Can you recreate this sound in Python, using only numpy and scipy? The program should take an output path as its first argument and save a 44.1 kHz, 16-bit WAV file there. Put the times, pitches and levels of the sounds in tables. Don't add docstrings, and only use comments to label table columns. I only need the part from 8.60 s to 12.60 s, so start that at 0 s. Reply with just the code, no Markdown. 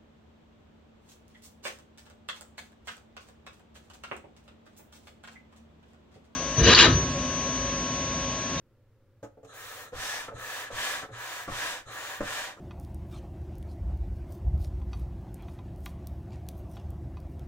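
import sys
import numpy as np
from scipy import signal
from scipy.fft import rfft, irfft
from scipy.io import wavfile

SR = 44100
rng = np.random.default_rng(int(sys.argv[2]) if len(sys.argv) > 2 else 0)


def output_pcm(signal):
    pcm = np.clip(np.atleast_2d(signal).T, -1, 1) * 32767
    wavfile.write(sys.argv[1], SR, np.round(pcm).astype(np.int16))


N = 176400
TIME_S = np.arange(N) / SR
FREQ_HZ = np.maximum(np.arange(N // 2 + 1) * SR / N, 1)


# t/s, rise/s, fall/s, level/dB, roundness (small = flat top), extra treble/dB
PULL_STROKES = [(.91, 0.23, 0.15, -46, 0.36, 4.5), (1.745, 0.23, 0.14, -39, 0.57, 3),
                (2.515, 0.23, 0.14, -39.5, 0.43, 1.5), (3.27, 0.22, 0.13, -38.5, 0.44, -2.5)]
PUSH_STROKES = [(1.315, 0.16, 0.24, -35.5, 0.98, 1), (2.09, 0.17, 0.22, -33, 1.09, 1),
                (2.85, 0.2, 0.185, -34, 0.94, -1), (3.58, 0.17, .22, -34.5, 1.11, -2.4)]
# f/Hz, relative density/dB
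PULL_SPECTRUM = [(30, -19), (110, -43), (190, -21.5), (370, -7), (500, 2), (1200, 1), (2000, 1),
                 (3800, -2.5), (5000, -8), (7000, -7), (9500, -15), (15200, -21)]
PUSH_SPECTRUM = [(30, -10), (110, -31), (190, -16), (370, -15), (500, -2), (1200, -3), (2000, -1),
                 (3800, -3.5), (4500, -8), (6500, -8.5), (8200, -11), (10000, -16), (15200, -21)]
# f/Hz, exponent
PULL_GROWTH = [(100, 0.1), (600, 2.1), (1700, 1.34), (3800, 2.1), (5200, 2.3), (7000, 2.3), (11000, 2.9),
               (15000, 4)]
PUSH_GROWTH = [(100, 0.37), (600, 0.77), (1700, 1.31), (3800, 1.39), (7000, 1.4), (11000, 1.8),
               (15000, 1.9)]
# f/Hz, width/Hz, gain/dB
HOSE_MODES = [(291, 100, 7.5), (597, 23, 3), (769, 26, 10), (977, 79, 6.5), (1131, 89, 6.5),
              (1272, 68, 5.5), (1360, 24, 4.5), (1437, 21, 8), (1530, 35, 6.5), (1618, 73, 8),
              (1703, 43, 13.5), (1806, 70, 7.5), (1872, 45, 5.5), (1955, 7.8, 11), (2400, 68, 4.5),
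              (2750, 16, 1.5), (3070, 6.7, 10.5), (3590, 25, 8.5)]
HOSE_NOTCH = [(845, 46, -3)]

def hose_rush(strokes, air_spectrum, growth, flutter_db=1.11, flutter_hz=45):
    spectrum = rfft(noise(curve(air_spectrum) + resonances_db(HOSE_MODES) + resonances_db(HOSE_NOTCH)))
    centres_hz = np.array(growth)[:, 0]
    out = np.zeros((2, N))
    for hz, exponent in growth:
        band_weight = curve(np.c_[centres_hz, centres_hz == hz])
        envelope = np.zeros(N)
        for start, rise, fall, db, roundness, treble_db in strokes:
            ramp = np.interp(TIME_S, [start, start + rise, start + rise + fall], [0, 1, 0])
            speed = np.sin(np.pi / 2 * ramp)
            gain = undb(db + treble_db * hz / centres_hz[-1])
            envelope += gain * speed ** max(roundness * exponent, .05)
        flutter = undb(flutter_db * min(1, (2000 / hz) ** .5) * wander(flutter_hz))
        out += irfft(spectrum * band_weight, N) * envelope * flutter
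    return out


# t/s, thud/dB, body/dB, rattle/dB, tick/dB, hold/s
PISTON_KNOCKS = [(0.627, -46.5, -43, -51, -62.5, 0.023), (0.771, -57.5, -51, -66, -90, 0.0079),
                 (0.829, -61, -51.5, -65, -75.5, 0.015), (0.846, -60, -51.5, -65.5, -65, 0.006),
                 (1.32, -54, -47.5, -54, -78, 0.021), (1.68, -60, -44.5, -40, -76, 0.009),
                 (1.714, -57, -44, -55, -78, 0.024), (2.102, -62, -42.5, -45.5, -73, 0.016),
                 (2.424, -52, -44, -41, -74, 0.017), (2.487, -55, -49, -58, -88, 0.02),
                 (2.877, -40.5, -40, -40.5, -60, 0.01), (2.918, -62, -55, -37.5, -62, 0.0058),
                 (3.604, -34, -33, -32.5, -53.5, 0.0091), (3.964, -59.5, -56, -55.5, -71, 0.035)]
# f/Hz, relative level/dB
THUD_MODES = [(112, 0), (205, -2.5), (282, -1), (335, -3)]
BODY_MODES = [(455, 0.5), (525, 3), (572, 1), (640, -6), (715, -5), (840, -6.5)]
# f/Hz, relative density/dB
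RATTLE_SPECTRUM = [(500, -1.5), (900, -3), (1300, 5.5), (1850, -9), (5000, -40), (12000, -65)]
TICK_SPECTRUM = [(1200, -17), (2600, 3), (4800, -5.5), (6800, 2.5), (10000, -14), (15000, -17)]

def piston_knocks(attack_s=.0028):
    decays_s = .024, .017, .014, .012
    rattle_noise = noise(curve(RATTLE_SPECTRUM))
    tick_noise = noise(curve(TICK_SPECTRUM))
    out = np.zeros((2, N))
    for start, *levels_db, hold in PISTON_KNOCKS:
        thud, body, rattle, tick = (undb(db) * burst(start, hold, attack_s, decay_s)
                                    for db, decay_s in zip(levels_db, decays_s))
        ringing = (TIME_S > start) & (TIME_S < start + .25)
        out[0, ringing] += thud[ringing] * ring(THUD_MODES, TIME_S[ringing])
        out[0, ringing] += body[ringing] * ring(BODY_MODES, TIME_S[ringing])
        out += rattle * rattle_noise + tick * tick_noise
    return out


# t/s, tone/dB, rumble/dB, hold/s
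BARREL_BOOMS = [(1.33, -51.5, -48.5, 0.057), (1.734, -47, -49, 0.031), (2.116, -53, -50.5, 0.066),
                (2.507, -47.5, -59, 0.03), (2.872, -44.5, -45.5, 0.056), (3.26, -55, -56, 0.02),
                (3.597, -46, -42, 0.02)]
# f/Hz, relative density/dB
RUMBLE_SPECTRUM = [(20, -2), (38, -7.5), (80, -6), (160, -15), (400, -25), (1000, -68)]

def barrel_booms(boom_hz=116.4):
    rumble = noise(curve(RUMBLE_SPECTRUM))
    out = np.zeros((2, N))
    for start, tone_db, rumble_db, hold in BARREL_BOOMS:
        envelope = burst(start, hold, attack_s=.0074, decay_s=.049)
        out += undb(rumble_db) * envelope * rumble
        out[0] += undb(tone_db) * envelope * tone(boom_hz, start)
    return out


# t/s, f/Hz, level/dB, hold/s
FLAP_HONKS = [(1.325, 496, -36, 0.012), (2.88, 1134, -38.5, 0.017)]

def flap_honks():
    out = np.zeros((2, N))
    for start, hz, db, hold in FLAP_HONKS:
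        out[0] += undb(db) * burst(start, hold, attack_s=.0058, decay_s=.004) * tone(hz, start)
    return out


# t/s, level/dB, hold/s
VALVE_LEAKS = [(.86, -53.5, 0.43), (1.32, -54, 0.085), (1.732, -48.5, 0.14), (2.106, -40, 0.024),
               (2.502, -51.5, 0.15), (3.249, -47.5, 0.11)]
# f/Hz, relative density/dB
LEAK_SPECTRUM = [(300, -7), (500, 10), (1000, -8.5), (1310, 13), (1480, -10), (1720, 5.5), (2200, -23),
                 (4100, -2), (4700, -30), (6100, -11), (6600, -7), (7700, -13.5), (9000, -17), (15000, -42)]

def valve_leaks():
    envelope = sum(undb(db) * burst(start, hold, attack_s=.035, decay_s=.011)
                   for start, db, hold in VALVE_LEAKS)
    return envelope * noise(curve(LEAK_SPECTRUM))


# t/s, level/dB, hold/s
INTAKE_SIZZLES = [(.925, -55, 0.32), (1.775, -53.5, 0.26), (2.565, -55, 0.278), (3.3, -54.5, 0.28)]
# f/Hz, relative density/dB
SIZZLE_SPECTRUM = [(2000, -29), (6000, -1), (9500, -1), (12600, -2.5), (13100, 1), (14000, -2), (14700, 2)]

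def intake_sizzle():
    envelope = sum(undb(db) * burst(start, hold, attack_s=.04, decay_s=.013)
                   for start, db, hold in INTAKE_SIZZLES)
    return envelope * noise(curve(SIZZLE_SPECTRUM))


# t/s, f/Hz, width/Hz, level/dB, hold/s
NOZZLE_BANDS = [(1.37, 5700, 1600, -48.5, 0.2), (3.33, 7000, 600, -57.5, 0.19),
                (3.684, 6950, 500, -55.5, 0.16)]

def nozzle_hiss():
    out = np.zeros((2, N))
    for start, hz, width_hz, db, hold in NOZZLE_BANDS:
        band = noise(20 * np.log10(peak(hz, width_hz)))
        out += undb(db) * burst(start, hold, attack_s=.078, decay_s=.026) * band
    return out


def reflections(echoes=12, echo_db=-11, echo_span_s=.009, tail_db=-8, low_t60_s=.29, treble_t60_s=.23):
    t = TIME_S[:N // 10]
    white = rng.standard_normal((2, len(t)))
    low = butterworth(white, 2500, "low")
    tail = low * undb(-60 * t / low_t60_s) + (white - low) * undb(-60 * t / treble_t60_s)
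    tail = butterworth(tail * (t > .004), 480, "high")
    tail *= undb(tail_db) / np.sqrt(np.sum(tail ** 2, axis=1, keepdims=True))
    early = np.zeros_like(tail)
    for place, size in rng.random((echoes, 2)):
        delay_s = .002 + place * echo_span_s
        early[:, int(delay_s * SR)] += undb(echo_db) * (.5 + size) / np.sqrt(echoes)
    return tail + butterworth(early, 1900, "high")


def room(direct, patterns=9):
    position = TIME_S / TIME_S[-1] * (patterns - 1)
    out = direct.copy()
    for k in range(patterns):
        fade = np.sqrt(np.maximum(1 - np.abs(position - k), 0))
        out += signal.oaconvolve(direct * fade, reflections(), axes=1)[:, :N]
    return out


# f/Hz, relative density/dB
ROOM_AIR_SPECTRUM = [(25, -9), (70, -12.5), (100, -3), (150, -19.5), (330, -18.5), (470, -20.5),
                     (540, -12.5), (640, -31), (1400, -32), (2800, -41.5), (9500, -54), (15000, -50)]
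# f/Hz, level/dB
HUM_LINES = [(99, -73.5), (119, -68.5)]

def background(air_db=-64.5, drift_hz=.86):
    out = undb(air_db) * noise(curve(ROOM_AIR_SPECTRUM))
    for hz, db in HUM_LINES:
        pitch_hz = hz + drift_hz * wander(rate_hz=1.54)
        out[0] += undb(db) * np.sqrt(2) * np.sin(2 * np.pi * np.cumsum(pitch_hz) / SR)
    return out


# f/Hz, side re mid/dB
SIDE_LEVEL = [(80, -19), (250, -8.5), (1100, -36), (2000, -6.5), (6000, 0), (13000, 2)]

def noise(spectrum_db):
    phases = np.exp(2j * np.pi * rng.random((2, len(FREQ_HZ))))
    x = irfft(phases * undb([spectrum_db, spectrum_db + curve(SIDE_LEVEL)]), N)
    return x / np.std(x[0])


def ring(modes, t, detune=.04, spread_db=4):
    hz, db = np.array(modes).T
    shift, lift, phase = rng.uniform(-1, 1, (len(modes), 3)).T
    waves = np.sin(2 * np.pi * np.outer(t, hz * (1 + detune * shift)) + np.pi * phase)
    gains = undb(db + spread_db * lift)
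    return waves @ gains * np.sqrt(2 / np.sum(gains ** 2))


def tone(hz, start_s):
    return np.sqrt(2) * np.sin(2 * np.pi * hz * (TIME_S - start_s))


def burst(start_s, hold_s, attack_s, decay_s):
    age_s = TIME_S - start_s
    return np.clip(age_s / attack_s, 0, 1) * np.exp(-np.maximum(age_s - hold_s, 0) / decay_s)


def wander(rate_hz):
    x = irfft(rfft(rng.standard_normal(N)) / (1 + (FREQ_HZ / rate_hz) ** 2), N)
    return x / np.sqrt(np.mean(x ** 2))


def curve(points):
    hz, values = np.array(points).T
    return np.interp(np.log(FREQ_HZ), np.log(hz), values)


def peak(hz, width_hz):
    return 1 / (1 + (2 * (FREQ_HZ - hz) / width_hz) ** 2)


def resonances_db(rows):
    return sum(db * peak(hz, width_hz) for hz, width_hz, db in rows)


def butterworth(x, hz, kind):
    return signal.sosfilt(signal.butter(2, hz, kind, fs=SR, output="sos"), x)


def undb(db):
    return 10 ** (np.asarray(db) / 20)


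def left_right(x):
    return np.array([x[0] + x[1], x[0] - x[1]])


def delay_right(x, lag_s=.0001):
    return irfft(rfft(x) * np.exp(-2j * np.pi * FREQ_HZ * np.array([[0], [lag_s]])), N)


def scene():
    pulls = hose_rush(PULL_STROKES, PULL_SPECTRUM, PULL_GROWTH)
    pushes = hose_rush(PUSH_STROKES, PUSH_SPECTRUM, PUSH_GROWTH)
    hiss = valve_leaks() + intake_sizzle() + nozzle_hiss()
    turns = flap_honks() + piston_knocks() + barrel_booms()
    pump = left_right(pulls + pushes + hiss + turns)
    return delay_right(room(pump)) + left_right(background())


def record(dry):
    return signal.sosfilt(signal.ellip(12, .1, 80, 15750, fs=SR, output="sos"), dry)


dry = scene()
out = record(dry)
output_pcm(out)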